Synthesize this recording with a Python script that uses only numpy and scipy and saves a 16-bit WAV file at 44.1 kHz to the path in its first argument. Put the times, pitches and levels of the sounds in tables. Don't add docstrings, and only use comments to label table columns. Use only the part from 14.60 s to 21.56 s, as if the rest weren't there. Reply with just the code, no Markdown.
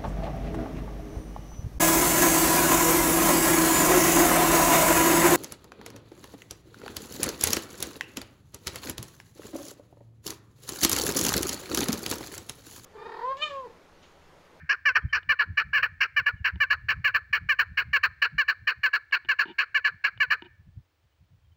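import sys
import numpy as np
from scipy import signal
from scipy.fft import rfft, irfft
from scipy.io import wavfile
from scipy.ndimage import uniform_filter1d

SR = 44100
rng = np.random.default_rng(int(sys.argv[2]) if len(sys.argv) > 2 else 0)


def to_wav(sig):
    pcm = np.clip(np.atleast_2d(sig), -1, 1) * 32767
    pcm = np.round(pcm).astype(np.int16)
    wavfile.write(sys.argv[1], SR, pcm.T)


N = 306936
T = np.arange(N) / SR

# (start [s], length [s], nominal level [dB],
# highest pitch [Hz], lowest pitch [Hz], basic roughness [0-1])
NOTES = [(0.091, 0.056, -21.5, 571.2, 403, 0.75), (0.253, 0.063, -20.5, 595.5, 498.2, 0.26),
         (0.351, 0.04, -20, 581.4, 419, 0.76), (0.526, 0.059, -21.5, 571.8, 398.4, 0.72),
         (0.689, 0.052, -20.5, 605.3, 487.9, 0.31), (0.79, 0.051, -20.5, 582.6, 420.0, 0.63),
         (0.971, 0.054, -22, 572.8, 397.7, 0.77), (1.13, 0.082, -23, 598.8, 529.9, 0.43),
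         (1.225, 0.046, -22.5, 585, 420.7, 0.72), (1.404, 0.056, -21.5, 572.3, 401.4, 0.86),
         (1.563, 0.05, -21.5, 595.4, 485.3, 0.27), (1.661, 0.046, -20.5, 580.0, 420.4, 0.65),
         (1.843, 0.057, -22.5, 570.7, 396.7, 0.87), (2.002, 0.051, -21, 597, 485.0, 0.22),
         (2.102, 0.049, -22, 579.8, 421.3, 0.68), (2.284, 0.054, -23, 567.7, 399.2, 0.81),
         (2.442, 0.063, -22.5, 587, 512.9, 0.36), (2.542, 0.044, -21.5, 584, 417.8, 0.72),
         (2.727, 0.055, -22.5, 569, 399.6, 0.83), (2.888, 0.054, -22, 595.5, 500.0, 0.17),
         (2.988, 0.047, -21, 581, 420.4, 0.68), (3.171, 0.053, -23, 564, 400.6, 0.77),
         (3.33, 0.055, -21, 592.6, 499.7, 0.35), (3.431, 0.042, -20.5, 581.2, 415.9, 0.72),
         (3.617, 0.054, -21, 570.0, 400.0, 0.84), (3.78, 0.053, -22, 594.5, 489.2, 0.18),
         (3.88, 0.049, -22.5, 586, 418.4, 0.72), (4.07, 0.055, -22.5, 569, 400.0, 0.74),
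         (4.232, 0.055, -22.5, 581, 482.5, 0.41), (4.331, 0.05, -22, 579.4, 420.0, 0.72),
         (4.522, 0.051, -22, 568.2, 403, 0.69), (4.686, 0.053, -22, 573.8, 490.0, 0.3),
         (4.788, 0.052, -21.5, 577.6, 420.0, 0.72), (4.982, 0.057, -23, 570.5, 402.8, 0.85),
         (5.144, 0.049, -21.5, 582.7, 482.9, 0.26), (5.244, 0.054, -22, 578.6, 419.5, 0.71),
         (5.439, 0.05, -23, 567.3, 401, 0.85), (5.601, 0.05, -21.0, 585.4, 470.0, 0.19),
         (5.703, 0.052, -21, 580.0, 421, 0.76)]


def from_db(db):
    return 10 ** (np.asarray(db) / 20)


def rms_one(x):
    return x / np.sqrt(np.mean(x ** 2) + 1e-20)


def drift(rate):
    pole = np.exp(-2 * np.pi * rate / SR)
    settle = 9000
    wander = signal.lfilter([1], [1, -2 * pole, pole * pole], rng.standard_normal(N + settle))
    return rms_one(wander[settle:])


def colour(x, spectrum, size=8192):
    hz, db = np.transpose(spectrum)
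    grid = np.maximum(np.arange(size // 2 + 1) * SR / size, 1)
    gain = from_db(np.interp(np.log(grid), np.log(hz), db))
    cepstrum = irfft(np.log(gain))
    cepstrum[1:size // 2] *= 2
    cepstrum[size // 2 + 1:] = 0
    response = irfft(np.exp(rfft(cepstrum)))
    return signal.fftconvolve(x, response)[:N]


def along(places, columns):
    notes = np.array(NOTES)
    times = notes[:, :1] + notes[:, 1:2] * places
    return np.interp(T, times.ravel(), columns.ravel())


def chirp(start, length, from_hz, to_hz, db, skew):
    u = np.clip((T - start) / length, 0, 1)
    swell = np.sin(np.pi * u ** skew)
    cycles = length * (from_hz * u + (to_hz - from_hz) * u * u / 2)
    return from_db(db) * swell * np.sin(2 * np.pi * cycles)


def partridge():
    # (frequency [Hz], relative gain [dB])
    open_tract = [(300, -57.5), (560, -31), (800, -24.5), (1150, -10.5), (1430, -10.5), (1720, 7),
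                  (1970, -16.5), (2230, -3.5), (2900, -7), (3550, -43), (4300, -16.5), (5000, -30.5),
                  (5500, -27.5), (6300, -46), (6900, -41.5), (7500, -56), (8300, -62), (9400, -52.5),
                  (10500, -60), (11100, -47), (12100, -66), (13200, -58), (16000, -57)]
    closing_tract = [(250, -43.5), (400, -20), (800, -28.5), (1300, -3.5), (1580, 7.5), (1950, -13),
                     (2500, -13), (3000, -27.5), (3500, -42), (4300, -21.5), (5600, -49), (7000, -56.5),
                     (16000, -71.5)]
    # (time [s], first [dB], second [dB], third [dB], fourth [dB], fifth [dB])
    head_turns = [(0.1, -1, -20.5, 11, -14, -5), (.6, -3.5, -4.5, 8, -7.5, -4),
                  (.75, -2.2, 1.5, -4.5, -13.5, -1), (1.4, 1.6, -8.5, 9.5, -10, 2.5),
                  (2.101, -0.4, 1.5, -4.5, 5, 1.7), (2.8, 1.5, -2, 2.2, 4.6, 7),
                  (3.599, -1.2, 4.5, -6, 7.5, 3.5), (4.3, -1.4, 4, -7.2, 7, 4),
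                  (5.1, 0.8, 3.5, -8.1, 9.2, -0.5), (5.7, -0.1, 3, -10.2, 7.8, 2.1)]
    # (first [dB], second [dB], third [dB], fourth [dB], fifth [dB])
    upper_by_place = [(2.5, 2, 2, -2.5, -0.3), (1.1, -0.5, -3.5, -1.5, 2.5), (-3, 1.5, -9, -.5, -0.1)]
    flutter_db = 1.5
    slide_s, slide_from_hz, slide_to_hz, slide_db = .008, 3100, 2500, -32

    notes = np.array(NOTES)
    pitch, rough, level_db = note_shapes(notes)
    rough = np.clip(rough, 0, 1) ** 1.6
    pitch = pitch * (1 + .12 * rough * drift(200))
    phase = 2 * np.pi * np.cumsum(pitch) / SR

    pulses = rms_one(sum(np.cos(k * phase - 0.3147 * k * k) for k in range(1, 14)))
    pulses = pulses * from_db(2.5 * rough * drift(400))
    puffs = rng.standard_normal(N) * (1 + 0.77 * np.cos(phase))
    hiss = signal.sosfilt(signal.butter(2, 6500, "high", fs=SR, output="sos"), puffs)
    source = pulses + (0.037 + 2.2 * rough) * puffs + hiss

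    closing = along((0, .45, .95), np.tile([0, 0, 1.], (len(notes), 1)))
    opened_voice = rms_one(colour(source, open_tract))
    closing_voice = rms_one(colour(source, closing_tract))
    voice = (1 - closing) * opened_voice + closing * closing_voice

    turn_s, *turn_db = np.transpose(head_turns)
    turned_db = np.transpose([np.interp(notes[:, 0], turn_s, db) for db in turn_db])
    place = np.arange(len(notes)) % 3
    voice = upper_resonances(voice, turned_db + np.array(upper_by_place)[place])

    opening = along((0, .18, 1), np.tile([.85, 0, 0], (len(notes), 1)))
    voice = (1 - opening) * voice + opening * 1.4 * np.cos(3 * phase)

    power = uniform_filter1d(uniform_filter1d(voice ** 2, size=200), size=200)
    voice = voice / np.sqrt(np.abs(power) + 1e-6)
    calls = voice * from_db(level_db + flutter_db * np.sqrt(rough) * drift(60))

    for start in notes[2::3, 0]:
        calls = calls + chirp(start - slide_s / 2, slide_s, slide_from_hz, slide_to_hz, slide_db, skew=2.6)
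    return calls


def note_shapes(notes):
    # (climb [s], share missing at the start [0-1], longest fall [s], bend [exponent])
    glides = [(.004, .01, .06, 2.2), (.013, .07, .038, 1.15), (.006, .01, .06, 1.6)]
    hoarse = [(-.3, .05), (.3, .3), (-.3, .12)]
    clearing = [(.45,), (.25,), (.45,)]
    # (attack [s], loudest at share of the note [0-1],
    # depth below the loudest at the start [dB], sag by the end [dB], bend of the sag [exponent])
    swells = [(.004, 0.16, 6.5, 12.5, 1.4), (.004, 0.24, 4, 16.5, 2.6), (.007, .2, 2, 16.5, 1.8)]
    loudest_db, onset_db = 1.5, -20
    release_s, release_db_per_s = .009, 1500.5
    shares = np.linspace(0, 1, 41)

    def by_place(table):
        return np.array(table)[np.arange(len(notes)) % 3].T[:, :, None]

    length, db, high_hz, low_hz, rough = notes[:, 1:].T[:, :, None]
    t = shares * length
    climb, missing, fall, bend = by_place(glides)
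    fallen = np.clip((t - climb) / np.minimum(fall, length - climb), 0, 1) ** bend
    pitch = high_hz + (low_hz - high_hz) * fallen
    pitch = pitch * (1 - missing * np.clip(1 - t / climb, 0, 1) ** 2)

    early, late = by_place(hoarse)
    rough = rough + early * np.clip(1 - shares / by_place(clearing)[0], 0, 1)
    rough = rough + late * np.clip(2 * shares - 1, 0, 1)

    attack, top, below_db, sag_db, sag_bend = by_place(swells)
    rise = -below_db * np.clip(1 - shares / top, 0, 1)
    sag = -sag_db * np.clip((shares - top) / (1 - top), 0, 1) ** sag_bend
    level = db + loudest_db + rise + sag + onset_db * np.clip(1 - t / attack, 0, 1) ** 2

    after = release_s / length
    places = np.hstack([-after / 9, shares + 0 * length, 1 + after, 1 + 1.4 * after])
    let_go = level[:, -1:] - release_db_per_s * release_s
    levels = np.hstack([db - 50, level, let_go, db - 91.5])
    return along(shares, pitch), along(shares, rough), along(places, levels)


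def upper_resonances(voice, strengths_db):
    edges_hz = (1970, 3500, 4950, 6300, 8000)
    above = [signal.sosfiltfilt(signal.butter(6, hz, "high", fs=SR, output="sos"), voice) for hz in edges_hz]
    parts = np.array(above) - np.array(above[1:] + [0 * voice])
    gains = [from_db(along((0, 1), np.column_stack([db, db]))) for db in strengths_db.T]
    return voice - above[0] + np.sum(parts * gains, axis=0)


def cage():
    # (time [s], rod strike before a 2 dB cut [dB], floor strike [dB])
    knocks = [(0.631, -45, -68.5), (1.958, -44.5, -52), (4.512, -46, -100), (4.649, -43.5, -55.5),
              (4.657, -48, -61), (4.856, -41, -40.5), (5.576, -42, -77.5), (5.822, -35.5, -41)]
    # (start [s], length [s], relative strength of the slips [dB])
    creaks = [(4.844, 0.1, -56), (5.832, 0.047, -63)]
    # (frequency [Hz], relative level [dB], decay by 60 dB [s])
    rod_modes = [(1560, -7.5, 0.017), (1880, -9, .015), (2480, -5, 0.013), (2916, 0, 0.018),
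                 (3476, -10.5, 0.015), (4385, -18, 0.011)]
    floor_modes = [(256.6, -2, 0.0077), (350, 0.5, 0.049), (941, -3.5, .05)]

    rods, floor = np.zeros((2, N))
    for s, rods_db, floor_db in knocks:
        rods[round(s * SR)] = from_db(rods_db - 2.0)
        floor[round(s * SR)] = from_db(floor_db)

    pressure = 0
    for s, length, db in creaks:
        pressure = pressure + from_db(db) * np.sin(np.pi * np.clip((T - s) / length, 0, 1)) ** 2
    slips = pressure * (rng.random(N) < 9000 / SR) * rng.standard_normal(N)
    rung = ring(rods + 0.67 * slips, rod_modes) + ring(floor + 0.45 * slips, floor_modes)
    return signal.sosfilt(signal.butter(6, [180, 4000], "band", fs=SR, output="sos"), rung)


def ring(clicks, modes):
    out = 0
    for hz, db, t60 in modes:
        radius, w = from_db(-60 / (t60 * SR)), 2 * np.pi * hz / SR
        numerator = [0, from_db(db) * np.sin(w)]
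        denominator = [1, -2 * radius * np.cos(w), radius * radius]
        out = out + signal.lfilter(numerator, denominator, clicks + 1e-18)
    return out


def slope(x):
    # (low edge [Hz], high edge, raised to 100 Hz above the low one if less [Hz],
    # relative gain [dB], decay by 60 dB [s])
    echo_bands = [(500, 1610, -25, 0.19), (1080, 2200, -41.5, 0.86), (1290, 2200, -36, 0.5),
                  (1740, 2285, -26.5, 0.45), (2050, 1900, -33, .4), (3170, 4600, -35.5, 0.4),
                  (4000, 4500, -28, 0.27), (4700, 9300, -34, .25)]
    swell_s, group_s = 0.12, .44

    t, tail = T[:SR // 2], 0
    for low_hz, high_hz, db, t60 in echo_bands:
        edges = [low_hz, max(high_hz, low_hz + 100)]
        band_pass = signal.butter(2, edges, "band", fs=SR, output="sos")
        band = signal.sosfilt(band_pass, rng.standard_normal(len(t)))
        shape = (1 - np.exp(-t / swell_s)) * from_db(-60 * t / t60)
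        tail = tail + from_db(db) * band * shape / np.sqrt(np.sum(shape ** 2))
    lead = round(group_s * SR)
    return signal.fftconvolve(np.r_[x[:lead], x], tail)[lead:lead + N]


def wind():
    # (time [s], level [dB])
    rumble_levels = [(0.0, -80), (0.29, -58), (0.54, -50), (0.68, -62.5), (0.89, -70), (1.07, -62.5),
                     (1.49, -65.5), (2.29, -48.5), (2.66, -65), (3.0, -54.5), (4.34, -74.5), (4.69, -70),
                     (5.04, -72), (6.01, -62.5), (6.32, -77.5), (6.96, -61.5)]
    # (centre [s], length [s], peak level [dB])
    thuds = [(0.036, 0.045, -46), (0.45, 0.049, -31.5), (0.689, 0.062, -49), (0.903, 0.1, -40.5),
             (1.086, 0.09, -49), (1.215, 0.094, -56), (1.345, 0.13, -54.5), (1.547, 0.053, -62),
             (1.613, 0.053, -49), (1.75, 0.034, -38.5), (1.811, 0.032, -36.5), (1.953, 0.054, -36),
             (2.383, 0.066, -38.5), (2.629, 0.05, -64), (2.708, 0.016, -54.5), (2.83, 0.11, -47),
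             (3.104, 0.088, -48.5), (3.286, 0.088, -46), (3.5, 0.096, -54.5), (3.754, 0.061, -44),
             (4.024, 0.1, -53), (4.187, 0.052, -54.5), (4.678, 0.043, -55.5), (5.345, 0.048, -50),
             (5.579, 0.096, -53.5), (5.693, 0.039, -53.3), (6.007, 0.039, -53), (6.077, 0.044, -48.8),
             (6.181, 0.057, -44), (6.454, 0.038, -60.5), (6.621, 0.059, -56), (6.736, 0.058, -58),
             (6.857, 0.04, -66)]
    # (frequency [Hz], relative density [dB per Hz])
    rumble_colour = [(12, -37), (20, -19.5), (75, 11), (119, 1), (168, -11.5), (289, -37), (336, -30.5),
                     (400, -44), (520, -72), (880, -120)]
    thud_colour = [(12, -41), (20, -19), (75, 7), (119, 3.5), (168, -3), (250, -20), (336, -29),
                   (400, -47.5), (520, -68.5), (880, -120)]
    thud_edge_db, lumps_db = 15, 2
    low_cut_hz = 42

    white = rng.standard_normal(N)
    shared_lumps = from_db(2.0 * drift(13))
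    dull, bright = (colour(white, spectrum, size=32768) for spectrum in (rumble_colour, thud_colour))
    dull, bright = (x / np.sqrt(uniform_filter1d(x ** 2, size=2600) + 1e-9) for x in (dull, bright))
    rumble = from_db(np.interp(T, *np.transpose(rumble_levels)) + lumps_db * drift(11))
    buffets = 0
    for s, length, db in thuds:
        fall = np.minimum((2 * (T - s) / length) ** 2, 20)
        buffets = buffets + from_db(db - thud_edge_db * fall)
    gusts = (rumble * dull + buffets * bright) * shared_lumps
    return signal.sosfilt(signal.butter(2, low_cut_hz, "high", fs=SR, output="sos"), gusts)


def far_birds():
    # (start [s], length [s], first pitch [Hz], last pitch [Hz], peak level before the wavering [dB])
    peeps = [(0.41, 0.033, 3300, 3160, -71), (0.487, 0.031, 3100, 3060, -60),
             (1.755, 0.068, 3082, 2680, -68), (6.51, 0.038, 2840, 3120, -80.5),
             (6.84, 0.032, 3250, 3160, -78.5), (6.911, 0.03, 3150, 3000, -73)]
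    return sum(chirp(*peep, skew=1) for peep in peeps) * from_db(2.1 * drift(60))


def far_hiss():
    # (frequency [Hz], relative density [dB per Hz])
    hiss_colour = [(150, -36.5), (260, -5), (420, -7.5), (2900, -13.5), (4750, -18), (9750, -28.5),
                   (16000, -38.5)]
    return from_db(-78) * rms_one(colour(rng.standard_normal(N), hiss_colour))


def scene():
    near = partridge() + cage()
    return (near + slope(near) + far_birds() + wind() + far_hiss())[None]


def record(dry):
    # (frequency [Hz], gain [dB])
    port = [(100, 2.5), (12500, 1.5), (14300, 9.5), (15500, 23.5), (17000, 8.5)]
    ceiling, cutoff_hz = .5, 15950
    rounded = ceiling * np.tanh(dry[0] / ceiling)
    top_cut = signal.cheby2(24, 50, cutoff_hz, fs=SR, output="sos")
    return signal.sosfilt(top_cut, colour(rounded, port))[None]


dry = scene()
out = record(dry)
to_wav(out)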